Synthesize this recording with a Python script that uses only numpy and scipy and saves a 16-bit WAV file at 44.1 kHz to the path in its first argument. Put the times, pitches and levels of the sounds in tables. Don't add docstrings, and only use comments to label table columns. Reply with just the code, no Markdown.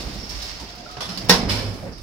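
import sys
import numpy as np
from scipy import signal
from scipy.fft import rfft, irfft
from scipy.io import wavfile
from scipy.ndimage import uniform_filter1d

SR = 44100
rng = np.random.default_rng(int(sys.argv[2]) if len(sys.argv) > 2 else 0)


def put_to_file(sound):
    columns = np.atleast_2d(sound).T
    safe = np.clip(columns, -1, 1)
    whole_steps = np.round(safe * 32767)
    wavfile.write(sys.argv[1], SR, whole_steps.astype(np.int16))


def to_linear_factor(level_db):
    exponent = np.asarray(level_db, float) / 20
    return 10 ** exponent


N = 89390
T = np.arange(N) / SR
HZ = np.fft.rfftfreq(N, 1 / SR)
WHITE = [(100, 0), (200, 0)]


def read_colour(points, hz):
    f, v = np.transpose(points)
    return np.interp(np.log(hz + 1), np.log(f + 1), v)


def over_time(curve, col=-1):
    points = np.array(curve)
    return np.interp(T, points[:, 0], points[:, col])


def evened(x):
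    return x / np.sqrt(np.mean(x ** 2) + 1e-20)


def field(colour, tilt_db=0., grain=1, streak_db=0.):
    # frequency in Hz, left-right likeness from 0 to 1.
    likeness = [(40, 0.82), (130, 0.8), (290, 0.83), (640, 0.67), (1400, 0), (3000, 0.08)]
    streak_hz = 68.2
    a, b = rfft(rng.standard_normal((2, N)) * grain)
    same = np.clip(read_colour(likeness, HZ), 0, 1)
    right = same * a + np.sqrt(1 - same ** 2) * b
    modes = evened(uniform_filter1d(rng.standard_normal(len(HZ)), max(int(streak_hz / HZ[1]), 1)))
    octaves = np.log2(HZ / 2000 + 1e-3)
    gain_db = read_colour(colour, HZ) + tilt_db * octaves + streak_db * modes
    return evened(irfft(np.array([a, right]) * to_linear_factor(gain_db) * (HZ > 30), N))


def wander(rate_hz, depth_db):
    z = rfft(rng.standard_normal(N)) / (1 + (HZ / rate_hz) ** 2)
    return to_linear_factor(depth_db * evened(irfft(z, N)))


def strike(start_s, rise_s, t60_s):
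    t = np.maximum(T - start_s, 0)
    return np.minimum(t / max(rise_s, 1e-4), 1) * to_linear_factor(-60 * t / max(t60_s, .01))


def resonate(x, hz, width_hz):
    turn = np.exp(2j * np.pi * np.cumsum(hz * np.ones(N)) / SR)
    r = np.exp(-np.pi * width_hz / SR)
    return 2 * (turn * signal.lfilter([1 - r], [1, -r], x / turn)).real


def car_sway():
    # time in seconds, level in dB.
    swell = [(0.0, -35), (0.29, -39), (0.38, -33.5), (0.43, -38), (0.45, -40), (0.82, -50), (1.27, -46),
             (1.29, -67), (1.5, -43), (1.57, -43), (1.69, -38), (1.74, -39), (1.79, -38.5), (1.84, -38.5),
             (2.0, -50.5), (2.02, -35.5)]
    # frequency in Hz, level in dB.
    low = [(20, -26), (33, -5), (50, 8), (65, 3), (85, -7.5), (130, -33)]
    return to_linear_factor(over_time(swell) + 0.1) * field(low)


def motor_whine():
    # time in seconds, pitch in Hz, level in dB.
    whine = [(0, 705, -71), (.3, 726, -59), (.64, 720, -55), (.71, 712, -49.5), (.81, 716, -46.5),
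             (.9, 723, -48), (1.02, 713, -45.5), (1.08, 708, -48), (1.2, 687, -69)]
    hz = over_time(whine, col=1)
    phase = 2 * np.pi * np.cumsum(hz * wander(20, 0.032)) / SR
    line = np.sin(phase) * wander(25, 1.9)
    skirt = evened(resonate(field(WHITE), hz, 36.0))
    return to_linear_factor(over_time(whine)) * (line + 0.74 * skirt)


def rollers():
    # time in seconds, level in dB.
    roll = [(0.0, -34.5), (.1, -34.5), (.2, -37.5), (0.34, -43.5), (.5, -45), (.64, -39.5), (.7, -48),
            (0.78, -44), (1.03, -46), (1.16, -38), (1.33, -31.5), (1.46, -26.5), (1.52, -30), (1.88, -37.5),
            (2.02, -44.5)]
    # frequency in Hz, level in dB.
    body = [(60, 2), (110, 0), (200, 1), (400, -5.5), (750, -10.5), (1300, -16.5), (2500, -20.5),
            (5000, -57)]
    return to_linear_factor(over_time(roll)) * field(body, grain=wander(36, 1.4))


def shoe_hiss():
    # time in seconds, level in dB.
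    friction = [(0.0, -36.5), (.04, -40.5), (.27, -43.5), (.31, -41), (.36, -40.5), (0.45, -37.5),
                (0.64, -42.5), (0.89, -45.5), (1.05, -45.5), (1.22, -44), (1.51, -45.5), (1.67, -57),
                (1.73, -52), (2.02, -56)]
    # frequency in Hz, level in dB.
    hiss = [(150, -13), (600, -1), (1500, -2), (3000, -1), (5000, 0.5), (6500, -5.5), (9000, -20),
            (16000, -17)]
    rub = field(hiss, grain=wander(120, 1.0), streak_db=1.5)
    return to_linear_factor(over_time(friction) + 2.0) * rub * wander(15, 0.97)


def grit_ticks():
    # start in seconds, level in dB, 60 dB decay in seconds, tilt in dB per octave.
    ticks = [(.004, -35, 0.27, -0.5), (.08, -54, 0.11, 4), (.14, -38.5, .15, 2), (.292, -34, 0.22, 3.5),
             (.36, -50, 0.11, 4), (0.419, -33.5, 0.41, 0.5), (0.599, -38, 0.24, 0), (.75, -37, 0.13, 15),
             (.91, -40.5, 0.11, 1), (1.1748, -31.5, .08, -2), (1.245, -35, 0.09, 9), (1.09, -42, .1, 2)]
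    # frequency in Hz, level in dB.
    grit = [(1500, -15), (4000, 10.5), (8000, -0.5), (12000, -4.5), (16000, -1)]
    out = np.zeros((2, N))
    for start_s, db, t60_s, tilt_db in ticks:
        out += to_linear_factor(db) * strike(start_s, 0.0014, t60_s) * field(grit, tilt_db)
    return out


def bracket_rings():
    # start in seconds, level in dB, frequency in Hz, width in Hz, 60 dB decay in seconds.
    rings = [(0.86, -41, 1380, 150, .2), (0.968, -37.5, 870, 870, 0.36), (1.06, -38.5, 183, 40, 1.2),
             (0.82, -42, 580, 200, 0.55), (.6, -42, 860, 310, 0.36), (0.74, -44, 1300, 200, 0.17),
             (1.2, -38, 680, 87, 0.28), (.29, -39, 5200, 1600, 0.66), (0.478, -42, 5400, 760, .3),
             (0.89, -43, 1266, 100, 0.54), (1.025, -32, 3450, 250, 0.21), (1.09, -37.5, 1300, 150, 0.36),
             (1.09, -42, 5370, 200, 0.65), (1.3, -44, 2065, 150, 0.37), (1.18, -36.5, 4910, 320, 0.17),
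             (1.3, -38, 1600, 60.4, 0.24), (1.51, -35, 2324, 86, 0.61), (1.826, -33, 544, 51, 0.26),
             (1.825, -40.5, 765, 120, 0.32), (1.62, -35.5, 500, 160, 0.47), (1.92, -46, 5030, 1100, 0.44),
             (.185, -41, 5464, 150, 0.61)]
    white = field(WHITE)
    out = np.zeros((2, N))
    for start_s, db, hz, width_hz, t60_s in rings:
        tone = evened(resonate(resonate(white, hz, width_hz), hz, width_hz))
        out += to_linear_factor(db) * strike(start_s, 0.003, t60_s) * tone
    return out


def panel_thuds():
    # start in seconds, peak in dB, frequency in Hz, rise in seconds, 60 dB decay in seconds.
    settling = [(1.052, -36.5, 180, 0.013, 1.8), (1.02, -39.5, 112, 0.053, 1.3),
                (1.454, -22.5, 103, 0.033, 1.28), (1.78, -34, 101, 0.015, 0.33),
                (1.64, -21.5, 106, 0.03, 0.38), (1.5, -20.5, 64, 0.0088, 0.26), (1.67, -26, 188, 0.01, 0.3),
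                (1.82, -33.5, 170, 0.016, 0.69), (1.352, -23, 192, 0.0091, 0.28),
                (1.33, -25, 241, 0.013, 1.05), (1.4, -29.5, 327, 0.018, 0.44),
                (1.42, -30.5, 196, 0.013, 0.46), (1.312, -18, 650, 0.0089, 0.14),
                (1.296, -14.5, 482, 0.0035, .14), (1.295, -11.5, 182, 0.011, .28),
                (1.53, -29, 260, .02, 0.49), (1.303, -18, 1056, 0.0088, .15), (1.33, -25.5, 470, 0.009, .3),
                (1.15, -39, 194, .03, .8), (0.6, -41, 62, .01, 0.25), (0.5, -36, 58, 0.0095, 0.24),
                (.01, -27, 60.8, .01, 0.33), (1.2, -33, 110, 0.036, 1), (0.616, -43.5, 110, 0.027, 0.66),
                (0.394, -41, 200, .015, .3), (0.095, -40, 182, .02, .6), (0.042, -43, 290, 0.018, .4),
                (1.96, -33, 44.8, 0.018, .5), (1.44, -23, 61.9, 0.022, 0.42)]
    out = np.zeros((2, N))
    for start_s, db, hz, rise_s, t60_s in settling:
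        cycles = np.cumsum(hz * wander(20.3, 0.121)) / SR + rng.random()
        tone = np.sin(2 * np.pi * cycles) * wander(40, 2.1)
        out += to_linear_factor(db) * strike(start_s, rise_s, t60_s) * tone
    return out


def coupler_knocks():
    # start in seconds, level in dB, rise in seconds, 60 dB decay in seconds,
    # tilt in dB per octave.
    hits = [(0.9685, -33.5, 0.00082, 0.25, -5), (1.0059, -27.5, 0.00087, 0.46, -1),
            (1.088, -35.5, 0.003, 0.95, -1), (1.174, -32, 0.00059, 0.26, 2),
            (1.284, -30.5, 0.0094, 0.31, 1.5), (1.2949, -6.5, 0.00055, 0.22, -0.43),
            (1.33, -23, 0.012, 0.57, -3.5), (1.485, -24, 0.024, 0.44, -0.5), (1.559, -32, .03, 0.57, -2.5),
            (1.739, -45, 0.0031, 0.21, 7), (1.2941, -10, 0.0006, 0.08, 12.5), (1.51, -32, .004, 0.34, 0),
            (1.976, -48, 0.005, 0.33, 1.5)]
    # frequency in Hz, level in dB.
    metal = [(200, -9.5), (600, -1.5), (2200, -3.5), (5000, -1), (6500, -9), (8500, -13.5), (11000, -13.5),
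             (16000, -17)]
    snap_db = -5.5
    out = np.zeros((2, N))
    for start_s, db, rise_s, t60_s, tilt_db in hits:
        crack = to_linear_factor(snap_db) * strike(start_s, rise_s / 2, 30 * rise_s)
        envelope = strike(start_s, rise_s, t60_s) + crack
        out += to_linear_factor(db) * envelope * field(metal, tilt_db, wander(250, 1.3), streak_db=3.5)
    return out


def lock_clunk():
    # frequency in Hz, peak in dB, 60 dB decay in seconds.
    modes = [(172, -8, 0.38), (255, 2, 0.13), (330, -7.5, 0.5), (455, -5, 0.14), (491.7, -9, 0.59),
             (720, -13, 0.14), (799, -8, 0.19), (962, -8, 0.22), (1061, -0.5, 0.12), (1884, 4.5, 0.11),
             (1470, -6, 0.085), (4355, -2, 0.13), (5350, -19, 0.066), (541, -7, 0.1)]
    lock_s, lock_db, rattle_s = 1.2945, -14.5, 0.0076
    rattle = field(WHITE) * strike(lock_s, 0.00098, 7 * rattle_s)
    out = np.zeros((2, N))
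    for hz, db, t60_s in modes:
        ring = resonate(rattle, hz * wander(36, 0.14), 2.37 / t60_s)
        out += to_linear_factor(db) * ring / abs(ring).max(axis=1, keepdims=True)
    return to_linear_factor(lock_db) * out


def scene():
    moving = car_sway() + motor_whine() + rollers() + shoe_hiss() + grit_ticks()
    return moving + bracket_rings() + panel_thuds() + coupler_knocks() + lock_clunk()


def low_pass(x):
    return signal.sosfilt(signal.butter(12, 15750, fs=SR, output="sos"), x)


def record(dry):
    # frequency in Hz, width in Hz, gain in dB.
    left_port = [(4530, 1100, 3.5), (10200, 1950, 4), (13540, 2830, -15.5), (14900, 690, -16),
                 (6280, 1200, -7)]
    # frequency in Hz, width in Hz, gain in dB.
    right_port = [(5290, 1310, 9.5), (10040, 3800, -8.5), (15200, 2400, -2.5), (11700, 1700, -5),
                  (6460, 2000, 0)]
    left_db, left_bass_db, ceiling = -1.5, -5.5, 1.1
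    port_db = np.zeros((2, len(HZ)))
    for side, port in enumerate((left_port, right_port)):
        for hz, width_hz, gain_db in port:
            port_db[side] += gain_db / (1 + (2 * (HZ - hz) / width_hz) ** 2)
    lean_db = (left_db + left_bass_db / (1 + HZ / 150)) / 2
    mix = irfft(rfft(dry) * to_linear_factor(port_db + np.array([lean_db, -lean_db])), N)
    mix = ceiling * np.tanh(mix / ceiling)
    mix = mix * np.minimum((T[-1] - T) / 0.0022, 1)
    mix = irfft(rfft(mix) * (HZ < 15800), N)
    return low_pass(mix)


dry = scene()
out = record(dry)
put_to_file(out)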